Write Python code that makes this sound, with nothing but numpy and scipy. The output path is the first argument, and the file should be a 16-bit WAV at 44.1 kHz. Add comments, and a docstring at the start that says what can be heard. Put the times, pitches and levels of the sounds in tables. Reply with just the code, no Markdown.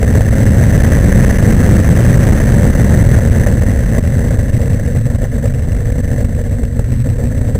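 """Model rocket flight, heard on board

A small camera rides on the side of a model rocket: the motor roars for under three seconds, then the
rocket coasts upward. Turbulent air buffets the body, sets the tube and the camera housing resonating
and hisses through the microphone port, easing as the rocket slows. The wind overloads the microphone
on one side, which chops the hiss; a coarse 8 kHz recorder adds a gritty sheen."""
import sys
import numpy as np
from scipy import signal
from scipy.fft import rfft, irfft
from scipy.io import wavfile
from scipy.ndimage import uniform_filter1d

SR = 44100
rng = np.random.default_rng(int(sys.argv[2]) if len(sys.argv) > 2 else 0)


def file_out(sig):
    """Save sig as 16-bit WAV at sys.argv[1]."""
    # one column per channel
    cols = np.atleast_2d(sig).T
    # limit, then scale
    lim = np.clip(cols, -1, 1)
    pcm = np.round(lim * 32767).astype(np.int16)
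    wavfile.write(sys.argv[1], SR, pcm)


N = 334719
TIME = np.arange(N) / SR
BINS = np.fft.rfftfreq(N, 1 / SR)

# spectrum of the buffeting around the body in the slow coast: f/Hz, relative level/dB
SLOW_BUFFET = [(7.1, -1), (12, 5), (64, 0), (87, 0), (118, -0.5), (133, -2.5), (156, -11), (201, -15),
               (232, -7.5), (250, -13.5), (290, -19), (321, -44), (400, -33), (520, -71), (880, -120)]
# brief dip in the housing's ring and the tube's overtones: t/s, duration/s, depth/dB
RESONANCE_DIP = [(6.94, 0.19, 5.5)]


def airflow(eddy_db=3, displacement=7, ram_db_per_db=0.21, suction_per_db=0.0025):
    """Turbulent pressure at the port: flow noise and the resonances it excites grow with airspeed."""
    # speeding up under thrust, slowing in the coast: t/s, airspeed/dB relative to the slow coast
    airspeed = [(0, 7.5), (0.28, 11), (0.5, 12), (1.05, 13.5), (2.2, 11.5), (3.0, 12.5), (3.7, 8), (4.4, 6),
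                (5.2, 2.5), (6.2, 2.5), (6.9, -0.6), (7.59, -1.4)]
    speed_db = np.maximum(curve(airspeed), 0)
    gust_db = gusts(speed_db)
    push = eddies()
    rumble = buffeting(speed_db, gust_db) + tube_hoot(speed_db)
    # a large eddy displaces the ordinary rumble while it passes
    rumble /= 1 + displacement * uniform_filter1d(abs(push), SR // 50)
    ring_and_hiss = puffs(rumble, push) * (housing_ring(speed_db, gust_db) + port_hiss(speed_db, gust_db))
    turbulence = rumble + tube_overtones(gust_db) + amp(eddy_db) * push + ring_and_hiss
    # ram pressure drives every layer harder; flow across the port draws a steady suction
    return amp(ram_db_per_db * speed_db) * turbulence - suction_per_db * speed_db


def buffeting(speed_db, gust_db, base_db=-12.5, fast_from_db=4, fast_span_db=5):
    """Turbulence around the body makes low noise whose spectrum broadens with speed."""
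    # spectrum at full speed: f/Hz, relative level/dB
    fast_buffet = [(8.2, -39), (14, -2.5), (38, 0.5), (113, 0), (131, -3.5), (166, -8), (219, -6.5),
                   (285, -20), (330, -24), (430, -36), (730, -120)]
    fast = np.clip((speed_db - fast_from_db) / fast_span_db, 0, 1)
    churn = np.sqrt(fast) * noise(fast_buffet) + np.sqrt(1 - fast) * noise(SLOW_BUFFET)
    level_db = base_db + 0.45 * speed_db + 0.6 * np.minimum(gust_db, 5)
    return amp(level_db) * steady(churn, span_s=0.18)


def eddies(small_per_s=5, small_db=-9.5, spread_db=4, lag_s=0.0021, lead_s=0.0055, suction=0.52):
    """A passing vortex is a pressure doublet: a trough of suction, then a core of pressure."""
    # the strongest eddies that slap the port: t/s, relative level/dB
    large_eddies = [(0.029, -8), (0.077, -2), (0.209, 1.5), (0.803, -1.5), (0.834, -1.5), (0.919, -1.5),
                    (1.247, -9.5), (1.385, -3), (2.752, -7), (3.311, 4.5), (3.465, -2), (3.665, -2),
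                    (3.984, -3.5), (4.388, 0), (4.67, -17), (4.769, -13), (5.456, -4.5), (6.247, 0),
                    (6.635, -2), (6.793, 0.5)]
    arrivals = rng.random(N) < small_per_s / SR
    cores = arrivals * amp(small_db + spread_db * rng.uniform(-1.36, 1, N))
    for t, db in large_eddies:
        cores[int(t * SR)] += amp(db)
    doublet = np.exp(-2j * np.pi * BINS * lag_s) - suction * np.exp(2j * np.pi * BINS * lead_s)
    shape = colour(SLOW_BUFFET)
    return irfft(rfft(cores) * doublet * shape, N) / irfft(shape, N)[0]


def gusts(speed_db, waver_db=2.5, calm_speed_db=9):
    """Unsteady flow shifts the level, in dB: gusts, lulls and a wavering that grows as speed falls."""
    # gusts that hit the camera as the rocket rolls: t/s, duration/s, rise/dB
    blasts = [(0.031, 0.031, 9), (0.155, 0.036, 5), (1.248, 0.026, 3.5), (2.29, 0.083, 3),
              (2.66, 0.027, 5.5), (3.992, 0.032, 5.5), (4.075, 0.022, 3.5), (4.6, 0.044, 3),
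              (4.745, 0.033, 4.5), (5.455, .04, 7), (5.75, 0.031, 4.5), (5.89, 0.04, 0.5), (6.14, 0.015, 3),
              (6.21, 0.086, 3.5), (6.637, 0.026, 4.5), (6.797, 0.013, 7.5), (7.064, 0.039, 6.5),
              (7.24, .08, 4), (7.557, 0.012, 13)]
    # moments of smooth flow: t/s, duration/s, depth/dB
    lulls = [(0.3, 0.075, 4.5), (2.72, 0.032, 4.5), (3.868, 0.024, 2), (4.023, 0.023, 17),
             (5.034, 0.032, 14), (5.175, 0.013, 18), (5.3, 0.097, 3.5), (5.927, .04, 8), (6.022, 0.023, 13),
             (6.273, 0.028, 10), (6.603, 0.016, 3), (7.023, 0.061, 10)]
    wavering = waver_db * np.exp(-speed_db / calm_speed_db) * flutter(rate_hz=13)
    return swells(blasts) - swells(lulls) + wavering


def tube_hoot(speed_db, base_db=-22):
    """Air-column resonance: wind blowing over the body tube sounds it near 120 Hz."""
    # lowest resonance of the tube: f/Hz, relative level/dB
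    resonance = [(80, -3.5), (102, -3), (120, 6.5), (136, -3), (158, -30)]
    # the wind catches the tube: t/s, duration/s, rise/dB
    hoots = [(1.0, .25, 5.5), (2.05, 0.42, 8), (3.1, 0.47, 8.5), (7.0, 0.3, 9.5)]
    return amp(base_db + 0.19 * speed_db + swells(hoots)) * steady(noise(resonance), span_s=0.16)


def tube_overtones(gust_db):
    """Higher modes of the air column pass narrow bands of noise, swelling with each gust."""
    # upper resonances of the tube: f/Hz, half-width at 15 dB down/Hz, level/dB
    modes = [(237.4, 47, -28.5), (478, 58, -34)]
    bands = sum(amp(db) * noise([(hz - width, -15), (hz, 0), (hz + width, -15)])
                for hz, width, db in modes)
    return amp(gust_db - swells(RESONANCE_DIP)) * bands


def housing_ring(speed_db, gust_db, base_db=-33.5):
    """Forced resonance: the flow excites the camera housing, which rings hollowly near 500 Hz."""
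    # response of the housing: f/Hz, relative level/dB
    housing = [(210, -40), (350, -15.5), (394, -4.5), (482, 0), (517, 0), (543, 4), (628, -6), (719, -10.5),
               (888, -20.5), (1000, -26.5), (1300, -61), (2200, -120)]
    level_db = base_db + 0.73 * speed_db + 1.05 * gust_db - swells(RESONANCE_DIP)
    return amp(level_db) * steady(noise(housing), span_s=0.033)


def port_hiss(speed_db, gust_db, base_db=-42):
    """Broadband flow noise is coloured by the resonance of the microphone port."""
    # spectrum of the hiss: f/Hz, relative level/dB
    port = [(530, -49), (900, -10.5), (1030, -9), (1150, -11.5), (1370, -10), (1760, 2), (2040, -3.5),
            (2430, -24), (2680, -17), (3200, -20), (3900, -22), (5070, -69), (8580, -120)]
    return amp(base_db + speed_db + 0.52 * gust_db) * noise(port)


def puffs(rumble, push, flutter_db=2.1, surge_db=2, stir_db=6, full_stir=0.31):
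    """Amplitude modulation by the flow: a gain that peaks on inward pushes of air and in eddy cores."""
    flicker = flutter_db * flutter(rate_hz=106)
    surge = surge_db * np.tanh(steady(rumble, span_s=0.17))
    return unit(amp(flicker + surge)) * amp(stir_db * np.tanh(push / full_stir))


def motor(sputter_db=3):
    """Jet noise: the exhaust roars and sputters, dying away as the propellant is spent."""
    # roar following the thrust: t/s, level/dB
    thrust = [(0, -23.5), (.4, -17), (1.3, -14.5), (2.3, -11), (2.8, -26), (3.2, -42)]
    # spectrum of the exhaust: f/Hz, relative level/dB
    exhaust = [(40, 4.5), (90, 4), (200, 0), (330, -11.5), (500, -29), (900, -31), (1800, -24.5),
               (3900, -42)]
    return amp(curve(thrust)) * noise(exhaust) * unit(amp(sputter_db * flutter(rate_hz=120)))


def microphone(pressure, bottom=0.39, top=1.3, knee=3.04, leak=0.074, coupling_hz=36):
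    """Asymmetric saturation: the capsule bottoms out under suction, muffling the hiss."""
    limit = np.where(pressure < 0, bottom, top)
    squashed = pressure / (1 + abs(pressure / limit) ** knee) ** (1 / knee)
    # the coupling capacitor lets each flat stretch sag back to zero
    coupling = signal.butter(1, coupling_hz, "high", fs=SR)
    return signal.lfilter(*coupling, (1 - leak) * squashed + leak * pressure)


def rasp(voltage, level_db=-33, full_swing=0.65, sharpness=1.55):
    """Modulation noise: large swings of either sign carry a gritty buzz, heard as dry crackle."""
    # spectrum of the crackle: f/Hz, relative level/dB
    crackle = [(1000, 1.5), (2250, 5), (2550, -6), (2720, 4.5), (2950, -11), (3250, -5), (3900, -8)]
    swing = np.tanh(abs(voltage / full_swing) ** sharpness)
    return amp(level_db) * swing * steady(noise(crackle), span_s=0.002)


def ticks(voltage, level_db=-35, trigger=0.46, tick_hz=2700, decay_s=0.0012):
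    """Threshold triggering: each inward swing past the trigger starts a tiny damped sinusoid."""
    above = uniform_filter1d(voltage, SR // 1000) > trigger
    starts = np.diff(above.astype(float), prepend=0) > 0
    t = TIME[:SR // 100]
    tick = np.exp(-t / decay_s) * np.sin(2 * np.pi * tick_hz * t)
    return amp(level_db) * signal.oaconvolve(starts.astype(float), tick)[:N]


def amp(db):
    """Amplitude ratio for a level in decibels."""
    return 10 ** (np.asarray(db) / 20)


def unit(x):
    """Normalisation to rms 1."""
    return x / np.sqrt(np.mean(x ** 2) + 1e-20)


def curve(rows):
    """Linear interpolation in time through rows of t/s, level/dB."""
    return np.interp(TIME, *np.transpose(rows))


def swells(rows):
    """Sum of Gaussian bumps in dB, one for each row of t/s, duration/s, height/dB."""
    return sum(db * np.exp(-(2 * (TIME - t) / duration) ** 2) for t, duration, db in rows)


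def colour(points, skirt_db_per_octave=40):
    """Magnitude response through points of f/Hz, level/dB, rolling off past both ends."""
    hz, db = np.transpose(points)
    octave, known = np.log2(BINS + 1), np.log2(hz + 1)
    outside = abs(octave - np.clip(octave, known[0], known[-1]))
    return amp(np.interp(octave, known, db) - skirt_db_per_octave * outside)


def noise(points):
    """White noise filtered to the given spectrum, at rms 1."""
    return unit(irfft(rfft(rng.standard_normal(N)) * colour(points), N))


def flutter(rate_hz):
    """Low-pass noise of rms 1: a random wavering up to about rate_hz."""
    return unit(irfft(rfft(rng.standard_normal(N)) / (1 + (BINS / rate_hz) ** 2), N))


def steady(x, span_s):
    """Division by the running rms evens out swells slower than span_s."""
    size = max(int(span_s * SR), 1)
    return x / np.sqrt(uniform_filter1d(uniform_filter1d(x ** 2, size), size) + 1e-9)


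def scene():
    """Superposition: the pressures of airflow and motor add at the one microphone port."""
    return (airflow() + motor())[None]


def record(dry, gain_db=1, recorder_hz=8000, edge_hz=15600):
    """Zero-order hold: the overloaded, clipped signal is held in steps, imaged around 8 and 16 kHz."""
    voltage = amp(gain_db) * microphone(dry[0])
    gritty = voltage + rasp(voltage) + ticks(voltage)
    sampled_at = np.floor(TIME * recorder_hz) / recorder_hz
    steps = np.clip(np.interp(sampled_at, TIME, gritty), -1, 1)
    band_limit = signal.firwin(401, edge_hz, window=("kaiser", 8), fs=SR)
    return signal.oaconvolve(steps, band_limit, "same")[None]


dry = scene()
out = record(dry)
file_out(out)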